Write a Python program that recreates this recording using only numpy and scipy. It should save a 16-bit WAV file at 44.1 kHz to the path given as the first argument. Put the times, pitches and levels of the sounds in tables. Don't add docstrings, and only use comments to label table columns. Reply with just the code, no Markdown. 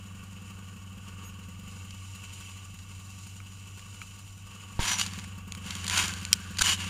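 import sys
import numpy as np
from scipy import signal
from scipy.fft import rfft, irfft
from scipy.io import wavfile

SR = 44100
rng = np.random.default_rng(int(sys.argv[2]) if len(sys.argv) > 2 else 0)


def put_to_file(sound):
    columns = np.atleast_2d(sound).T
    safe = np.clip(columns, -1, 1)
    whole_steps = np.round(safe * 32767)
    wavfile.write(sys.argv[1], SR, whole_steps.astype(np.int16))


N = 303849
T = np.arange(N) / SR
HZ = np.fft.rfftfreq(N, 1 / SR)


def amp(db):
    return 10 ** (np.asarray(db) / 20)


def unit(x):
    return x / np.sqrt(np.mean(x ** 2) + 1e-20)


def curve(rows):
    return np.interp(T, *np.transpose(rows))


def add(mix, start_s, sound):
    part = mix[round(start_s * SR):][:len(sound)]
    part += sound[:len(part)]


def colour(points, peaks=(), hz=HZ):
    pitches, db = np.transpose(points)
    power = amp(np.interp(np.log(hz + 1), np.log(pitches), db)) ** 2
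    for centre, width, peak_db in peaks:
        power += amp(peak_db) ** 2 / (1 + 2 * ((hz - centre) / width) ** 2) ** 2
    return np.sqrt(power)


def shaped(x, gain):
    return irfft(rfft(x) * gain, len(x))


def noise(gain, length=N):
    return unit(shaped(rng.standard_normal(length), gain))


def wander(rate_hz):
    return noise(np.exp(-(HZ / rate_hz) ** 2))


def fuzzy_tone(pitch_hz, width_hz):
    return noise(1 / (1 + 2 * ((HZ - pitch_hz) / width_hz) ** 2))


def play_bands(x, gain, edges_hz, levels_db):
    bands = [unit(shaped(x, gain * (HZ >= lo) * (HZ < hi))) for lo, hi in zip(edges_hz, edges_hz[1:])]
    return sum(amp(db) * band for db, band in zip(levels_db, bands))


def grains(per_s, spread_db):
    size = amp(spread_db * np.minimum(rng.exponential(1, N), 4)) * rng.choice([-1, 1], N)
    return unit(size * (rng.random(N) < per_s / SR))


def swell(t, peak_s):
    return (t / peak_s) ** 2 * np.exp(2 * (1 - t / peak_s))


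def reflected(x, wet, decay_s):
    t = np.arange(SR // 30) / SR
    tail = rng.standard_normal(len(t)) * np.exp(-t / decay_s) * (t > .002)
    return x + wet * signal.oaconvolve(x, tail / np.linalg.norm(tail))[:N]


def struck(blows, tones, rise_s):
    out, t = np.zeros(N), np.arange(SR // 20) / SR
    ring = sum((-1) ** k * amp(db - 60 * t / fade_s) * np.sin(2 * np.pi * hz * t)
               for k, (hz, db, fade_s) in enumerate(tones))
    ring *= 1 - np.exp(-t / rise_s)
    for start_s, db in blows:
        add(out, start_s, amp(db) * ring / abs(ring).max())
    return out


def firings(stroke_count, miss_chance, uneven_db=1.5, weak_gain=0.64):
    strokes = np.flatnonzero(np.diff(np.floor(stroke_count)))
    gaps = rng.choice([3] + [4] * 6 + [5] * 5, len(strokes))
    chosen = np.cumsum(gaps) - gaps[0]
    fired = strokes[chosen[chosen < len(strokes)]]
    kicks = np.zeros(N)
    kicks[fired] = amp(uneven_db * rng.standard_normal(len(fired)))
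    weak = fired[::2]
    kicks[weak] *= weak_gain * (rng.random(len(weak)) > miss_chance[weak])
    return kicks


def exhaust_hum(phase, kicks, level_db, collapse_s=0.0039, rebuild_s=0.02):
    t = np.arange(SR // 10) / SR
    hum = np.sin(phase) + amp(-19) * np.sin(2 * phase) + amp(-23) * np.sin(3 * phase)
    dip = 1.8 * (np.exp(-t / rebuild_s) - np.exp(-t / collapse_s))
    hum *= np.exp(-signal.oaconvolve(kicks ** 2, dip)[:N])
    return unit(hum) * amp(level_db + 0.36 * wander(30))


# pitch_hz, level_db, swell_s
MUFFLER_TONES = [(63.6, -12.5, 0.039), (194.7, 4.5, 0.0075), (243.7, -4.5, 0.0061), (404, -9, 0.0014),
                 (499.4, -23.5, 0.013)]
def burble(kicks, extra_db, gaze):
    t = np.arange(SR // 10) / SR
    thud = sum(amp(db) * swell(t, swell_s) * np.sin(2 * np.pi * hz * t)
               for hz, db, swell_s in MUFFLER_TONES)
    return amp(-51 + 1.12 * extra_db - 5 * gaze) * unit(signal.oaconvolve(kicks, thud)[:N])


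# pitch_hz, level_db
CLATTER_SHAPE = [(250, -8), (420, -11), (650, -19), (900, -15), (1600, -12.5), (2300, -23), (3100, -4),
                 (3500, -16), (6500, -12.5), (9000, -20), (11000, -19.5), (15500, -29)]
# pitch_hz, width_hz, level_db
HOOD_RINGS = [(496, 14, -6), (928, 23, -2), (1161, 106, 0), (1453, 90, -5.5), (2220, 310, -7),
              (2720, 280, 0.5), (2880, 230, -1), (3950, 470, -12.5), (4880, 400, -12), (5820, 230, -13),
              (6920, 360, -1.5), (7360, 300, -6.5), (8360, 560, -11), (9510, 290, -8)]
# middle_s, half_length_s, knock_and_rattle_db, hiss_db
CLATTER_SURGES = [(0.492, 0.039, 2, 3), (1.08, 0.039, 4, 3.5), (1.231, 0.066, 5, 5), (1.75, 0.099, 2, 3.5),
                  (2.093, 0.054, -0.5, 2.5), (2.916, 0.02, 4.5, 4.5), (3.273, 0.1, 0.5, 4.5),
                  (4.563, 0.13, 5, 2.5), (5.45, 0.05, -2.5, -5)]
def clatter(phase, flare, extra_db, gaze):
    shake = (1 + 0.57 * flare) * (1 + 0.091 * np.cos(phase)) * amp(1.17 * wander(1.7))
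    grit = rng.standard_normal(N) + 0.37 * grains(per_s=700, spread_db=3)
    drive = reflected(shake * grit, wet=.33, decay_s=.008)
    surges = sum(np.outer(dbs, np.exp(-((T - middle_s) / half_s) ** 2))
                 for middle_s, half_s, *dbs in CLATTER_SURGES)
    surge_db, hiss_surge_db = surges + 0.02
    knock_db = -57.5 + 0.87 * extra_db - gaze + surge_db
    rattle_db = -57.5 + 1.46 * extra_db + 2.56 * gaze + surge_db
    hiss_db = -59.5 + extra_db + 3.87 * gaze + hiss_surge_db
    levels_db = [db + 1.03 * wander(32) for db in (knock_db, rattle_db, hiss_db)]
    return play_bands(drive, colour(CLATTER_SHAPE, HOOD_RINGS), [280, 1900, 3500, SR / 2], levels_db)


# pitch_hz, level_db
SPIT_SHAPE = [(2500, -21), (5000, -13), (7500, 6), (10000, 1), (15000, 4)]
def spit(flare, extra_db):
    return amp(-55 + extra_db) * np.tanh(flare) ** 2 * noise(colour(SPIT_SHAPE))


# time_s, strokes_per_s
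IDLE_SPEED = [(0.0, 95.8), (0.5, 96.2), (1.3, 93.5), (2.1, 95.2), (2.8, 94.8), (4.1, 97.2), (4.8, 97.5),
              (5.5, 93.0), (6.0, 91.6), (6.89, 92.2)]
# time_s, level_db
ENGINE_LEVEL = [(0, -45), (0.9, -45), (1.8, -43.5), (2.5, -45.5), (3.1, -45), (3.9, -46.5), (4.65, -47),
                (5.1, -40.5), (5.45, -43.5), (6.0, -38.5), (6.42, -42.5), (6.89, -37.5)]
# time_s, gaze (0 is down at the sled, 1 or more is up at the sky)
RIDER_GAZE = [(0, 0.033), (1.25, 0.012), (1.75, 0.43), (2.4, 1.56), (3.3, 1.05), (4.3, 1.67), (4.95, 0.025),
              (6.89, 0.14)]
def engine(usual_db=-45):
    level_db, gaze = curve(ENGINE_LEVEL), curve(RIDER_GAZE)
    extra_db = level_db - usual_db
    stroke_count = np.cumsum(curve(IDLE_SPEED)) / SR + 0.038 * wander(12)
    phase = 2 * np.pi * stroke_count
    kicks = firings(stroke_count, miss_chance=0.31 * gaze)
    t = np.arange(SR // 10) / SR
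    flare = signal.oaconvolve(kicks ** 2, swell(t, peak_s=0.0067))[:N]
    exhaust = exhaust_hum(phase, kicks, level_db - 0.9) + burble(kicks, extra_db, gaze)
    rasp = clatter(phase, flare, extra_db, gaze) + spit(flare, extra_db)
    whine = gaze * amp(level_db - 26.5) * fuzzy_tone(pitch_hz=5910, width_hz=140)
    return exhaust + rasp + whine


# pitch_hz, level_db
AIR_SHAPE = [(10, -28), (25, -4), (42, 5.5), (70, -12.5), (150, -0.5), (240, -8.5), (310, -60),
             (700, -19.5), (2000, -33)]
def air(level_db=-56):
    return amp(level_db) * noise(colour(AIR_SHAPE))


# multiple_of_base_pitch, level_db
SQUEAK_TONES = [(2, 0), (3, -11), (4, -6)]
def squeak(start_s=1.23, length_s=0.08, base_hz=3330, sag_hz=150, sag_s=0.0077, level_db=-52.5):
    t = np.clip(T - start_s, 0, length_s)
    hz = (base_hz + sag_hz * np.exp(-t / sag_s)) * (1 + 0.0051 * wander(180))
    phase = 2 * np.pi * np.cumsum(hz) / SR
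    tone = unit(sum(amp(db) * np.sin(multiple * phase) for multiple, db in SQUEAK_TONES))
    return amp(level_db) * np.sin(np.pi * t / length_s) * tone


# pitch_hz, level_db
CRISP_SHAPE = [(60, -13), (250, -13.5), (420, -13.5), (680, -26), (950, -17), (1700, -5.5), (2400, 1.5),
               (4500, -16.5), (7000, -7.5), (8000, -15.5), (10000, -12), (13000, -17.5), (15500, -25)]
# pitch_hz, width_hz, level_db
CASE_RINGS = [(1024, 250, -0.5), (1530, 310, 0.5), (3050, 530, 2.5), (3830, 570, -0.5), (4640, 660, 0.5),
              (5890, 1050, -2), (6990, 550, 3.5), (8350, 500, -3.5), (9500, 430, -3.5), (13900, 700, -22)]
# start_s, level_db, pitch_hz, decay_s
TICKS_AND_CRACKLES = [(1.907, -34, 3500, 0.0041), (2.789, -38.5, 3520, 0.0061), (3.793, -37, 3980, 0.0043),
                      (4.016, -32, 4000, 0.0018), (4.917, -19, 5000, 0.0037), (4.996, -17, 4000, 0.0039),
                      (5.013, -12, 3530, 0.0034), (5.063, -23, 4500, 0.0057), (5.135, -27, 2500, 0.0023),
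                      (5.188, -28, 2000, 0.0035), (5.522, -18.5, 8550, 0.00083), (5.55, -25, 4960, 0.0017),
                      (5.707, -21, 6000, .003), (5.752, -23, 4516, 0.0026), (5.844, -22.5, 5000, .002),
                      (5.867, -17, 9100, .001), (5.879, -18.5, 5030, 0.0051), (5.898, -12.5, 6200, 0.0017),
                      (5.976, -9, 4500, 0.0013), (5.979, -11, 5000, 0.0026), (6.081, -16, 4000, 0.0011),
                      (6.138, -21, 7000, 0.0013), (6.251, -17, 6000, 0.0014), (6.571, -23, 3970, 0.0022),
                      (6.5853, -19, 4960, 0.01), (6.5928, -12.5, 3470, 0.0016), (6.6199, -6, 2500, 0.0019),
                      (6.778, -31, 3000, 0.0018)]
def ticks_and_crackles(width_octaves=2.1, gain_db=-11.5, rise_s=0.000088):
    out, t = np.zeros(N), np.arange(SR // 20) / SR
    hz = np.fft.rfftfreq(len(t), 1 / SR)
    case = colour(CRISP_SHAPE, CASE_RINGS, hz)
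    for start_s, db, pitch_hz, decay_s in TICKS_AND_CRACKLES + settling():
        focus = np.exp(-.5 * (np.log2((hz + 1) / pitch_hz) / width_octaves) ** 2)
        fade = 2 * np.exp(-t / decay_s) * (1 - np.exp(-t / rise_s))
        add(out, start_s, amp(db + gain_db) * fade * noise(case * focus, len(t)))
    return out


# start_s, peak_db
SLED_TOCKS = [(3.402, -36.5), (4.016, -29)]
# pitch_hz, level_db, fade_s (time to fall 60 dB)
PANEL_TONES = [(1255, -3.5, 0.037), (1480, -3, 0.02), (2180, 2.5, 0.013), (2400, 2.5, 0.018),
               (2900, -4, 0.011), (6600, -8, .01)]
def tocks():
    return struck(SLED_TOCKS, PANEL_TONES, rise_s=0.00026)


# start_s, level_db, push_s
CAMERA_BUMPS = [(4.7918, -18, 0.0033), (4.822, -29, 0.0072), (6.609, -27, 0.0034)]
def bumps(knock_hz=930, knock_s=0.011, puff_s=0.0083):
    out, t = np.zeros(N), np.arange(SR // 8) / SR
    hz = np.fft.rfftfreq(len(t), 1 / SR)
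    dull = colour([(150, -4.5), (700, -12), (1500, -14), (4000, -18.5), (15000, -53)], hz=hz)
    for start_s, db, push_s in CAMERA_BUMPS:
        knock = np.exp(-t / knock_s) * np.sin(2 * np.pi * knock_hz * t)
        puff = np.exp(-t / puff_s) * noise(dull, len(t))
        add(out, start_s, amp(db) * (swell(t, push_s) + amp(-11) * (knock + puff)))
    return out


# start_s, rise_s, hold_s, fade_s, body_db, fizz_db, ring_hz, ring_db
CLOTH_RUBS = [(4.793, 0.037, 0.097, 0.061, -30.5, -31.5, 970, -44),
              (4.862, .04, 0.024, .035, -34.5, -30.5, 5900, -32.5),
              (4.978, 0.017, 0.017, 0.022, -32.5, -28.5, 2930, -38),
              (5.034, 0.018, .12, 0.088, -46.5, -47.5, 2880, -61),
              (5.626, 0.059, 0.17, 0.073, -43.5, -44, 2880, -57),
              (5.883, 0.11, 0.011, 0.061, -25, -26, 1510, -36.5),
              (6.082, 0.028, 0.048, 0.73, -48.5, -47.5, 1540, -52),
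              (6.606, 0.015, 0.0021, 0.0028, -23, -17, 1510, -26.5),
              (6.618, 0.056, 0.058, 0.015, -27.5, -25, 2970, -31),
              (6.771, 0.05, 0.013, 0.074, -36.5, -38.5, 2830, -43)]
def scrape(gain_db=-3):
    slips = rng.standard_normal(N) + grains(per_s=2200, spread_db=4.9)
    slips *= amp(0.9 * wander(47))
    ticks = shaped(grains(per_s=220, spread_db=3), colour([(1000, -3), (6000, 0), (11000, 3)]))
    drive = reflected(slips + .35 * ticks, wet=.35, decay_s=.004)
    power, rings = np.zeros((2, N)), np.zeros(N)
    for start_s, rise_s, hold_s, fade_s, body_db, fizz_db, ring_hz, ring_db in CLOTH_RUBS:
        rise = np.sin(np.pi / 2 * np.clip((T - start_s) / rise_s, 0, 1))
        pressure = rise * np.exp(-np.maximum(T - start_s - rise_s - hold_s, 0) / fade_s)
        power += (amp([[body_db], [fizz_db]]) * pressure) ** 2
        rings += amp(ring_db) * pressure * fuzzy_tone(ring_hz, width_hz=190)
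    levels_db = 10 * np.log10(power + 1e-14) + gain_db
    return rings + play_bands(drive, colour(CRISP_SHAPE, CASE_RINGS), [40, 3500, SR / 2], levels_db)


def settling(per_rub=3, within_s=0.082, level_db=-28.5, pitch_hz=6000, decay_s=0.00082):
    ends_s = np.repeat([start + rise + hold for start, rise, hold, *_ in CLOTH_RUBS], per_rub)
    draws = rng.uniform([0, -2, -1], [within_s, 2, 1], (len(ends_s), 3))
    return [(end_s + late_s, level_db + extra_db, pitch_hz * 2 ** octaves, decay_s)
            for end_s, (late_s, extra_db, octaves) in zip(ends_s, draws)]


# start_s, level_db
FASTENER_HITS = [(6.3298, 3), (6.3379, -14)]
# pitch_hz, level_db, fade_s (time to fall 60 dB)
FASTENER_TONES = [(1430, -19.5, 0.013), (2420, -1.5, 0.0047), (3150, -4.5, 0.014), (4120, 5, 0.003),
                  (5020, 3, 0.0066), (5660, 0, 0.01), (7270, 7.5, 0.0026), (8460, -3.5, 0.0091),
                  (9680, -1, 0.0037), (11700, -6, 0.0028), (14500, -11, 0.0049)]
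def snap():
    return struck(FASTENER_HITS, FASTENER_TONES, rise_s=0.00019)


def scene():
    mono = engine() + air() + squeak() + ticks_and_crackles() + tocks() + bumps() + scrape() + snap()
    return np.array([mono, mono])


def record(dry, ceiling=.73, cutoff_hz=15500):
    lowpass = signal.firwin(255, cutoff_hz, window=("kaiser", 9), fs=SR)
    return signal.oaconvolve(np.clip(dry, -ceiling, ceiling), lowpass[None], "same")


dry = scene()
out = record(dry)
put_to_file(out)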